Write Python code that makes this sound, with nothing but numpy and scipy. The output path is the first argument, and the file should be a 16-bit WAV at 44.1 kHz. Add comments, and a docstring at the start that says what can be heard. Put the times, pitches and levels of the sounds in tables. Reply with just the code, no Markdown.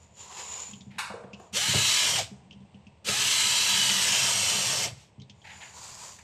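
"""A cordless drill drives a hinge screw into a wooden cabinet in two runs, close to one microphone
in a small hard room. The motor whines, the gear teeth rattle in their housing and the panel rumbles
under the bit. Around the runs the bit clicks in the screw head, the tool bumps and scuffs the
cabinet and a sleeve rustles. Across the room boards clack and knock over the building's low rush."""
import sys
import numpy as np
from scipy import signal
from scipy.fft import rfft, irfft, next_fast_len
from scipy.io import wavfile
from scipy.ndimage import uniform_filter1d, map_coordinates

SR = 44100
rng = np.random.default_rng(int(sys.argv[2]) if len(sys.argv) > 2 else 0)


def inscribe(sig):
    """Save sig as 16-bit PCM at rate SR to the path in sys.argv[1].

    A 1-D sig is mono; a 2-D sig holds one channel per row.
    Samples are clipped to [-1, 1] before scaling.
    """
    pcm = np.round(np.clip(np.atleast_2d(sig).T, -1, 1) * 32767)
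    wavfile.write(sys.argv[1], SR, pcm.astype(np.int16))


N = 274743
NOW = np.arange(N) / SR  # scene time, s
AGE = np.arange(SR // 2) / SR  # time since a blow, s


def amp(db):
    """Decibels to gain."""
    return 10 ** (np.asarray(db) / 20)


def unit(x):
    """Scale to rms 1."""
    return x / np.sqrt(np.mean(x ** 2) + 1e-20)


def at_peak(x, db):
    """Scale to a peak of db."""
    return amp(db) * x / np.abs(x).max()


def noise():
    """White noise."""
    return rng.standard_normal(N)


def wobble(rate):
    """A smooth random curve, rate knots a second."""
    return map_coordinates(rng.standard_normal(int(N * rate / SR) + 4), [NOW * rate])


def along(points, hz):
    """Read (pitch_hz, value) points on a log axis."""
    pitches, values = np.transpose(points)
    return np.interp(np.log(hz + 1), np.log(pitches + 1), values)


def filtered(x, response):
    """x through a gain that depends on frequency."""
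    size = next_fast_len(N + SR // 2)
    return irfft(rfft(x, size) * response(np.fft.rfftfreq(size, 1 / SR)), size)[:N]


def coloured(x, spectrum):
    """x shaped by a (pitch_hz, level_db) spectrum, at rms 1."""
    return unit(filtered(x, lambda hz: amp(along(spectrum, hz))))


def band(x, hz, width):
    """x through one resonance, at rms 1; width is a share of its frequency."""
    return unit(signal.lfilter(*signal.iirpeak(hz, 1 / width, fs=SR), x))


def patchy(x, depth_db):
    """Shifting contacts feed different narrow bands from moment to moment."""
    spectra = signal.stft(x, nperseg=1024)[2]
    patches = uniform_filter1d(rng.standard_normal(spectra.shape), size=3, axis=0)
    patches = uniform_filter1d(patches, size=12, axis=1)
    return signal.istft(spectra * amp(depth_db * unit(patches)), nperseg=1024)[1][:N]


def dying(t60):
    """A decay of 60 dB in t60 seconds."""
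    return np.exp(-np.log(1000) * AGE / t60)


def swell(time, middle_s, half_s):
    """A bell-shaped rise and fall."""
    return np.exp(-((time - middle_s) / half_s) ** 2)


def burst(start_s, rise_s, fall_s):
    """Noise that swells and dies."""
    since = np.maximum(NOW - start_s, 0)
    return noise() * (1 - np.exp(-since / rise_s)) * np.exp(-since / fall_s)


def add(track, start_s, sound):
    """Mix a sound into the track."""
    part = track[round(start_s * SR):][:len(sound)]
    part += sound[:len(part)]


# Echo of the small hard room: pitch_hz, t60_s
ROOM_DECAY = [(100, 0.24), (600, 0.91), (3000, 0.4), (8000, 0.49), (14000, 0.18)]
def room(x, wet_db):
    """Direct sound plus the walls' diffuse tail at the same total power; wetter sounds farther off."""
    hz, t, spectra = signal.stft(rng.standard_normal(SR // 2), SR, nperseg=256)
    decay = np.exp(-np.log(1000) * t / along(ROOM_DECAY, hz)[:, None])
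    tail = signal.istft(spectra * decay, SR, nperseg=256)[1]
    echo = signal.fftconvolve(x, tail / np.linalg.norm(tail))[:N]
    return (x + amp(wet_db) * echo) / np.hypot(1, amp(wet_db))


# Room tone, all around the microphone: pitch_hz, relative_db
ROOM_TONE = [(25, -19.5), (52, -27), (75, 0), (115, -4.5), (160, -8), (205, -7), (260, -20), (500, -17),
             (950, -17.5), (1300, -31.5), (2700, -26), (4000, -34), (6400, -40), (7050, -39.5), (8500, -35),
             (10000, -101)]
def building():
    """The low steady rush of the quiet building."""
    drift = amp(.7 * wobble(5))
    return amp(-58.5) * drift * coloured(noise(), ROOM_TONE)


# Colour of the clack across the room: pitch_hz, relative_db
CLACK_SPECTRUM = [(240, -60), (400, -27), (805, -13), (880, 0.5), (1240, -3), (2180, -8.5), (2940, -4.5),
                  (3210, -23.5), (3560, -9), (6650, -19), (8440, -17), (11500, -24), (14000, -40.5)]
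# Boards knocked across the room: start_s, relative_db, pitch_hz, width_ratio
FAR_KNOCKS = [(1.1, -36.5, 690, 0.66), (1.138, -35.5, 486, 0.16), (1.237, -44.5, 557, 0.68),
              (1.397, -43, 627, 0.44)]
def far_boards():
    """A hard clack, its brighter second contact and a few dull knocks, far enough off to echo strongly."""
    clack = coloured(burst(.982, rise_s=.0057, fall_s=.016), CLACK_SPECTRUM)
    snap = burst(.9905, rise_s=.00054, fall_s=.0018)
    contacts = at_peak(band(band(snap, 4600, width=.73), 5000, width=1.3), db=-23)
    for start_s, relative_db, pitch_hz, width in FAR_KNOCKS:
        blow = burst(start_s, rise_s=.0022, fall_s=.006)
        knock = band(band(blow, pitch_hz, width), pitch_hz, width=.94)
        contacts += at_peak(knock, relative_db + 6.5)
    return room(at_peak(clack, db=-18.5), wet_db=1.5) + room(contacts, wet_db=-3)


# Colour of the cloth as the arm reaches in and as it pulls back: pitch_hz, relative_db
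CLOTH_IN = [(240, -36), (400, -8.5), (515, -4.5), (580, -13), (725, -9.5), (977, -2.5), (1420, -16),
            (2770, -8.5), (4940, -12), (6360, -9.5), (7060, -3.5), (8960, -24), (14000, -35)]
CLOTH_OUT = [(240, -31), (400, -12.5), (770, -9), (900, -5.5), (1690, -13), (2690, -10), (3510, -12.5),
             (4730, -5.5), (5320, -10), (7060, -1), (10600, -25), (14000, -26.5)]
# Sleeve strokes right by the microphone: middle_s, half_length_s, rustle_db, hiss_db, folds_db
SLEEVE_STROKES = [(0.026, 0.052, -63, -62, -74), (0.219, 0.045, -48, -48, -69),
                  (0.319, 0.031, -50.5, -55, -48.5), (0.399, 0.049, -43, -61, -47.5),
                  (0.559, 0.14, -42.5, -40, -60), (1.434, 0.061, -63, -66, -60.5),
                  (5.622, 0.13, -55, -54.5, -63), (5.788, 0.028, -61, -73, -53),
                  (5.84, 0.089, -45, -70, -63), (6.05, 0.12, -44, -60, -56.5)]
def sleeve():
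    """Cloth slides over cloth: fibres catch, folds rub, and a thin 7 kHz hiss comes with each rustle."""
    edge, catches_per_s = 1.54, 600  # edge 1 is a pointed swell, 2 a round one
    swells = [np.exp(-np.abs((NOW - s) / half_s) ** edge) for s, half_s, *_ in SLEEVE_STROKES]
    rustle, hissing, rubbing = amp(np.array(SLEEVE_STROKES)[:, 2:]).T @ np.array(swells)
    catches = (rng.random(N) < catches_per_s / SR) * noise()
    fibres = patchy(noise() + .42 * unit(catches), depth_db=1.3)
    last_press_s = TRIGGER_PULLS[-1][0]
    cloth = np.where(NOW < last_press_s, coloured(fibres, CLOTH_IN), coloured(fibres, CLOTH_OUT))
    folds = band(band(noise(), 980, width=.16), 1010, width=.48) * amp(2 * wobble(45))
    thin_hiss = band(band(noise(), 7000, width=.024), 7100, width=.12)
    clumps = amp(.8 * wobble(30) + .8 * wobble(250))
    return clumps * (rustle * cloth + hissing * thin_hiss) + rubbing * folds


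# Close scuffs as the drill is placed and pulled back: start_s, relative_db
BODY_SCUFFS = [(.365, -48), (0.904, -51.5), (5.44, -45), (5.49, -44), (5.603, -43), (6.18, -55)]
def scuffs():
    """The plastic body sticks and slips along the board, which answers lower down."""
    strokes = sum(amp(db) * burst(s, rise_s=.0086, fall_s=.071) for s, db in BODY_SCUFFS)
    stick_slip = strokes * amp(1.3 * wobble(150))
    shell = band(band(stick_slip, 1890, width=.65), 2360, width=1)
    board = band(band(stick_slip, 874, width=.13), 970, width=.99)
    return strokes.std() * (shell + amp(-7.5) * board)


# Short ticks close to the microphone: start_s, level_db, pitch_hz
CLOSE_TICKS = [(0.371, -39, 3300), (1.397, -54, 6500), (3.086, -20, 2620), (3.895, -14.5, 3060),
               (5.615, -38, 3050), (6.187, -42.5, 1670)]
def ticks():
    """Light taps of the tool, and gears knocking or catching mid-run."""
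    track = np.zeros(N)
    for start_s, level_db, pitch_hz in CLOSE_TICKS:
        blow = burst(start_s, rise_s=.0016, fall_s=.0052)
        track += at_peak(band(band(blow, pitch_hz, width=.6), pitch_hz, width=1.2), level_db)
    return room(track, wet_db=-12.5)


# Slips of the bit at the hinge, close up: start_s, relative_db, pitch_hz, scrape_ratio, thud_db
BIT_SLIPS = [(0.732, -40, 3060, .6, -42), (0.8066, -42, 3630, 1.3, -47), (1.332, -36.5, 2780, 0.61, -40.5),
             (2.508, -39.5, 2830, 0.32, -49), (2.525, -47, 3160, 0.88, -51),
             (2.6037, -57.5, 3220, 0.72, -44), (2.744, -48, 2880, 0.32, -42.5),
             (2.8671, -46.5, 2730, 0.5, -43.5), (5.199, -47, 3160, .8, -47),
             (5.217, -42.5, 3650, 0.81, -42), (5.2967, -40, 3160, 1.2, -62), (5.416, -49, 3240, 0.56, -64)]
def bit_clicks():
    """The bit slips in the screw head: a dry, gritty scrape and a short steel ring."""
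    track = np.zeros(N)
    contact = signal.butter(N=5, Wn=[2200, 6500], btype="band", fs=SR, output="sos")
    envelope = (dying(.025) + dying(.09)) * (1 - np.exp(-AGE / .001))
    for start_s, relative_db, pitch_hz, scrape_ratio, _ in BIT_SLIPS:
        grit = rng.standard_normal(len(AGE)) * amp(2 * wobble(350)[:len(AGE)])
        scrape = signal.sosfilt(contact, grit) * envelope
        steel = band(band(scrape, pitch_hz, width=.13), pitch_hz, width=.45)
        add(track, start_s, at_peak(steel + scrape_ratio * unit(scrape), relative_db + 1))
    return room(track, wet_db=-14)


def ring(modes, scatter_db):
    """Damped (pitch_hz, level_db, t60_s) modes, at new strengths for every blow."""
    return sum(amp(db + scatter_db * rng.standard_normal()) * dying(t60) * np.sin(2 * np.pi * hz * AGE)
               for hz, db, t60 in modes)


def radiated(x):
    """A thin panel radiates almost nothing below its lowest mode."""
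    return signal.sosfilt(signal.butter(N=7, Wn=74, btype="high", fs=SR, output="sos"), x)


JOG_HZ = 194  # the bit favours the panel's modes around this pitch
# Modes of the cabinet panel in front of the microphone: pitch_hz, relative_db, t60_s
PANEL_MODES = [(85.4, -24.5, .2), (105.7, 4.5, 0.2), (132.7, 9, 0.18), (187.2, 4, 0.12), (199.9, 9, 0.18),
               (228, 0, 0.088), (290, -4.5, 0.063), (414.2, 5, 0.14), (703, -17.5, 0.061)]
def panel_rumble(scatter_db, below_hz=np.inf):
    """A random force keeps the panel's modes ringing."""
    modes = [mode for mode in PANEL_MODES if mode[0] < below_hz]
    return radiated(signal.fftconvolve(noise(), ring(modes, scatter_db))[:N])


# The hand shifts on the drill at the cabinet: start_s, end_s, level_db
GRIP_SHIFTS = [(0.697, 1.003, -54), (1.102, 1.433, -57), (2.207, 2.716, -57.5), (3.665, 4.166, -44.5)]
def grip():
    """A shifting hand keeps the panel rumbling softly through the bit."""
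    fade_s = .036
    force = sum(amp(db) * np.clip(np.minimum(NOW - start, end - NOW) / fade_s, 0, 1)
                for start, end, db in GRIP_SHIFTS)
    rumble = band(panel_rumble(scatter_db=0, below_hz=300), JOG_HZ, width=.41)
    return force * unit(rumble * amp(2.4 * wobble(25.36)))


# Bumps on the cabinet, near the microphone: start_s, level_db, favoured_hz
CABINET_BUMPS = [(0.688, -46, 190), (0.867, -37.5, 159), (0.959, -45, 201), (1.1, -39.5, 178),
                 (1.241, -43, 189), (1.53, -37, 190), (1.684, -26.5, 135), (1.746, -20.5, 106),
                 (2.313, -35, 190), (2.435, -53, 240), (2.558, -43, 132.6), (3.084, -29, 288),
                 (5.18, -37.5, 121), (5.21, -46.5, 286), (5.301, -45.5, 100)]
def bumps():
    """Tool and slipping bit jog the panel: each spot favours some modes, harder blows wake more."""
    track = np.zeros(N)
    jogs = [(start_s, thud_db, JOG_HZ) for start_s, *_, thud_db in BIT_SLIPS]
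    for start_s, level_db, favoured_hz in CABINET_BUMPS + jogs:
        loss_db_per_octave = 14 / (1 + amp(level_db + 23))
        modes = [(hz, db - loss_db_per_octave * abs(np.log2(hz / favoured_hz)), t60)
                 for hz, db, t60 in PANEL_MODES]
        thud = ring(modes, scatter_db=2) * (1 - np.exp(-AGE / .0037))
        add(track, start_s, at_peak(thud, level_db))
    return room(radiated(track), wet_db=-13)


def binding(binds_s, released_s):
    """How far the screw has tightened during a pull, 0 to 1."""
    return np.clip((NOW - binds_s) / (released_s - binds_s), 0, 1)


def running(age, stop_s):
    """Attack, hold and release of what the motor drives."""
    attack_s, release_db_per_s = .028, 289.5
    return (1 - np.exp(-age / attack_s)) * amp(-release_db_per_s * np.maximum(NOW - stop_s, 0))


def motor(pressed_s, binds_s, released_s, lost_hz):
    """The shaft kicks off, levels out, sags as the screw binds and is braked on release."""
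    kick_hz, free_hz, spin_up_s, brake_hz_per_s = 90, 331, .083, 1900
    age = np.maximum(NOW - pressed_s, 0)
    sag_hz = lost_hz * np.sin(np.pi / 2 * binding(binds_s, released_s)) ** 2
    unloaded_hz = free_hz - (free_hz - kick_hz) * np.exp(-(age / spin_up_s) ** 1.25)
    braked_hz = brake_hz_per_s * np.maximum(NOW - released_s, 0)
    return age, sag_hz, np.maximum(unloaded_hz - sag_hz - braked_hz, kick_hz)


def screw():
    """The screw shakes the panel, splits the wood fibres once, and rasps and groans as it tightens."""
    turning, rasping, straining = np.zeros((3, N))
    for pressed_s, binds_s, released_s, lost_hz in TRIGGER_PULLS:
        age, sag_hz, _ = motor(pressed_s, binds_s, released_s, lost_hz)
        tightness = np.sqrt(sag_hz / lost_hz)
        drive = running(age, released_s + .03)
        turning += drive
        rasping += drive * amp(9.5 * tightness)
        straining += running(age, released_s + .097) * tightness ** 2
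    rumble = unit(panel_rumble(scatter_db=1.5)) * amp(2.5 * wobble(13))
    groan = band(band(noise(), 131, width=.38), 108, width=.37)
    rasp = band(band(noise() * amp(1.6 * wobble(90)), 647, width=.49), 575, width=1)
    split = burst(1.735, rise_s=.0035, fall_s=.033)
    crack = band(band(split, 390, width=.77), 700, width=.99)
    return (amp(-49) * turning * rumble + amp(-46) * straining * groan
            + amp(-52.5) * rasping * rasp + at_peak(crack, db=-25))


# Broad colour of the gearbox, close up: pitch_hz, relative_db
GEARBOX_SPECTRUM = [(180, -45.5), (300, -18), (502, -28), (649, -21), (826, -19), (955, -11), (1450, -10),
                    (2990, -2), (3800, -3), (8100, -4), (9370, -14), (14000, -21.5)]
def coasting(hz):
    """Gears that carry no force rattle dully and leave the shell silent."""
    return amp(along(GEARBOX_SPECTRUM, hz)) / np.hypot(1, hz / 6500)


def unwinding():
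    """Once the screw is tight, the strained gears slide back with a faint, dull rattle."""
    last_release_s = TRIGGER_PULLS[-1][2]
    return amp(-58) * swell(NOW, last_release_s + .16, half_s=.067) * unit(filtered(noise(), coasting))


# Resonances of the housing and chuck, close up: pitch_hz, width_hz, free_db, loaded_db
SHELL_MODES = [(650, 46, 0, 6), (884, 87, -1, -1), (1282, 27, 0.5, -1.5), (1660, 30, -1.5, -3),
               (2080, 110, -9, -7.5), (2705, 80, -7.5, -5.5), (2980, 170, -5.5, -8), (3030, 70, -10, -6),
               (3210, 150, -7.5, -10), (3950, 98, -4.5, -5), (4300, 90, -6, -6), (5700, 200, -18.5, -2.5),
               (6880, 97, -14, -3.5), (7240, 190, -11, -13.5), (8410, 180, -9.5, -4)]
def housing(hz, loaded):
    """The shell's resonances on top of the gearbox colour, running free or loaded."""
    peaks = sum(amp(loaded_db if loaded else free_db) ** 2 / (1 + (2 * (hz - pitch_hz) / width_hz) ** 2)
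                for pitch_hz, width_hz, free_db, loaded_db in SHELL_MODES)
    # a narrow dip near 3.8 kHz is heard in the rattle during the loaded stretch
    dip = 1 - loaded * .55 / (1 + ((hz - 3820) / 110) ** 2)
    return amp(along(GEARBOX_SPECTRUM, hz)) * np.sqrt(.21 + peaks) * dip


def gear_rattle(turns, sag_hz, driven):
    """Twelve pinion teeth strike each turn, each with its own force, over a bed of sliding noise."""
    teeth = np.diff(np.floor(12 * turns + .25 * wobble(2500)), prepend=0)
    strikes = unit(teeth * noise()) + 2.8 * noise()
    # the play in the gears opens and closes twice a turn, and the teeth grind in uneven clumps
    play = (1 + .06 * np.sin(4 * np.pi * turns)) * amp(.3 * wobble(30) + .45 * wobble(170))
    strikes = patchy(strikes * play, depth_db=2.3)
    # torque shifts the rattle to other resonances, fully so at 16 Hz of lost speed
    load = np.clip(sag_hz / 16, 0, 1)
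    free = unit(filtered(strikes, lambda hz: housing(hz, loaded=False)))
    loaded = unit(filtered(strikes, lambda hz: housing(hz, loaded=True)))
    dull = unit(filtered(strikes, coasting))
    return driven * ((1 - load) * free + load * loaded) + (1 - driven) * dull


# Rotor and gear-mesh tones, close up: shaft_multiple, over_rattle_db, loudest_shaft_hz, half_width_hz
SHAFT_ORDERS = [(3, -22, 325, 60), (9, -7, 326.5, 4), (9.8, -7.5, 313.5, 6), (12, -10.3, 331, 10),
                (19.6, -16, 308, 3), (22, -15, 312, 4)]
def motor_whine(turns, shaft_hz):
    """Each multiple of the shaft speed swells as it crosses a resonance."""
    whine = np.zeros(N)
    for multiple, db, loudest_hz, half_width_hz in SHAFT_ORDERS:
        level = amp(db + 1.2 * wobble(18)) / (1 + ((shaft_hz - loudest_hz) / half_width_hz) ** 2)
        whine += level * np.sin(2 * np.pi * multiple * turns + .18 * wobble(60))
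    return whine


def rotor(turns, age, growl_level):
    """Heavy current makes the three-pole rotor sing as it gathers speed, and growl roughly."""
    phase = 2 * np.pi * 3 * turns
    song_level = amp(-45.5) * swell(age, .095, half_s=.07) * (age > 0) * amp(2.5 * wobble(110))
    song = song_level * np.sin(phase + .9 * wobble(220))
    return song + growl_level * np.sin(phase + 1.2 * wobble(300))


# The two runs at the hinge: pressed_s, binds_s, released_s, lost_hz (shaft speed lost to the screw)
TRIGGER_PULLS = [(1.525, 1.97, 2.157, 15), (3.043, 3.55, 4.845, 29)]
# Each run, close to the microphone: rattle_db, tight_loss_db, start_growl_db, brake_growl_db, run_on_s
RUN_SOUNDS = [(-25, 2, -38, -29.5, 0.037), (-24.5, 4.5, -37.5, -57, 0.0027)]
def drill(pull, rattle_db, tight_loss_db, start_growl_db, brake_growl_db, run_on_s):
    """One pull of the trigger: gears rattle, the motor whines and growls as it starts and brakes."""
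    _, binds_s, released_s, _ = pull
    age, sag_hz, shaft_hz = motor(*pull)
    turns = np.cumsum(shaft_hz * (1 + .0008 * wobble(35))) / SR
    driven = np.exp(-np.maximum(NOW - released_s, 0) / .025)
    rattle = gear_rattle(turns, sag_hz, driven)
    whine = motor_whine(turns, shaft_hz)
    starting = swell(age, .046, half_s=.016)
    braking = swell(NOW, released_s + .04, half_s=.02)
    growl_level = amp(start_growl_db) * starting * (age > 0) + amp(brake_growl_db) * braking
    slack_db = 4 * starting  # a flare as the slack is taken up
    slow_db = 4.5 * np.exp(-age / .13)  # weaker while gathering speed
    tight_db = tight_loss_db * binding(binds_s, released_s) ** 3
    effort = amp(rattle_db + slack_db - slow_db - tight_db) * running(age, released_s + run_on_s)
    return room(effort * rattle + rotor(turns, age, growl_level), wet_db=-21) + effort * driven * whine


def scene():
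    """Everything reaches one microphone by the cabinet, the same in both channels."""
    runs = sum(drill(pull, *sound) for pull, sound in zip(TRIGGER_PULLS, RUN_SOUNDS))
    at_cabinet = runs + unwinding() + screw() + bumps() + grip() + bit_clicks() + ticks()
    mono = at_cabinet + far_boards() + sleeve() + scuffs() + building()
    return np.array([mono, mono])


def record(dry):
    """The recorder keeps nothing above its band limit."""
    top_hz, fade_hz = 14250, 400
    return np.array([filtered(x, lambda hz: np.clip((top_hz - hz) / fade_hz, 0, 1) ** 2) for x in dry])


dry = scene()
out = record(dry)
inscribe(out)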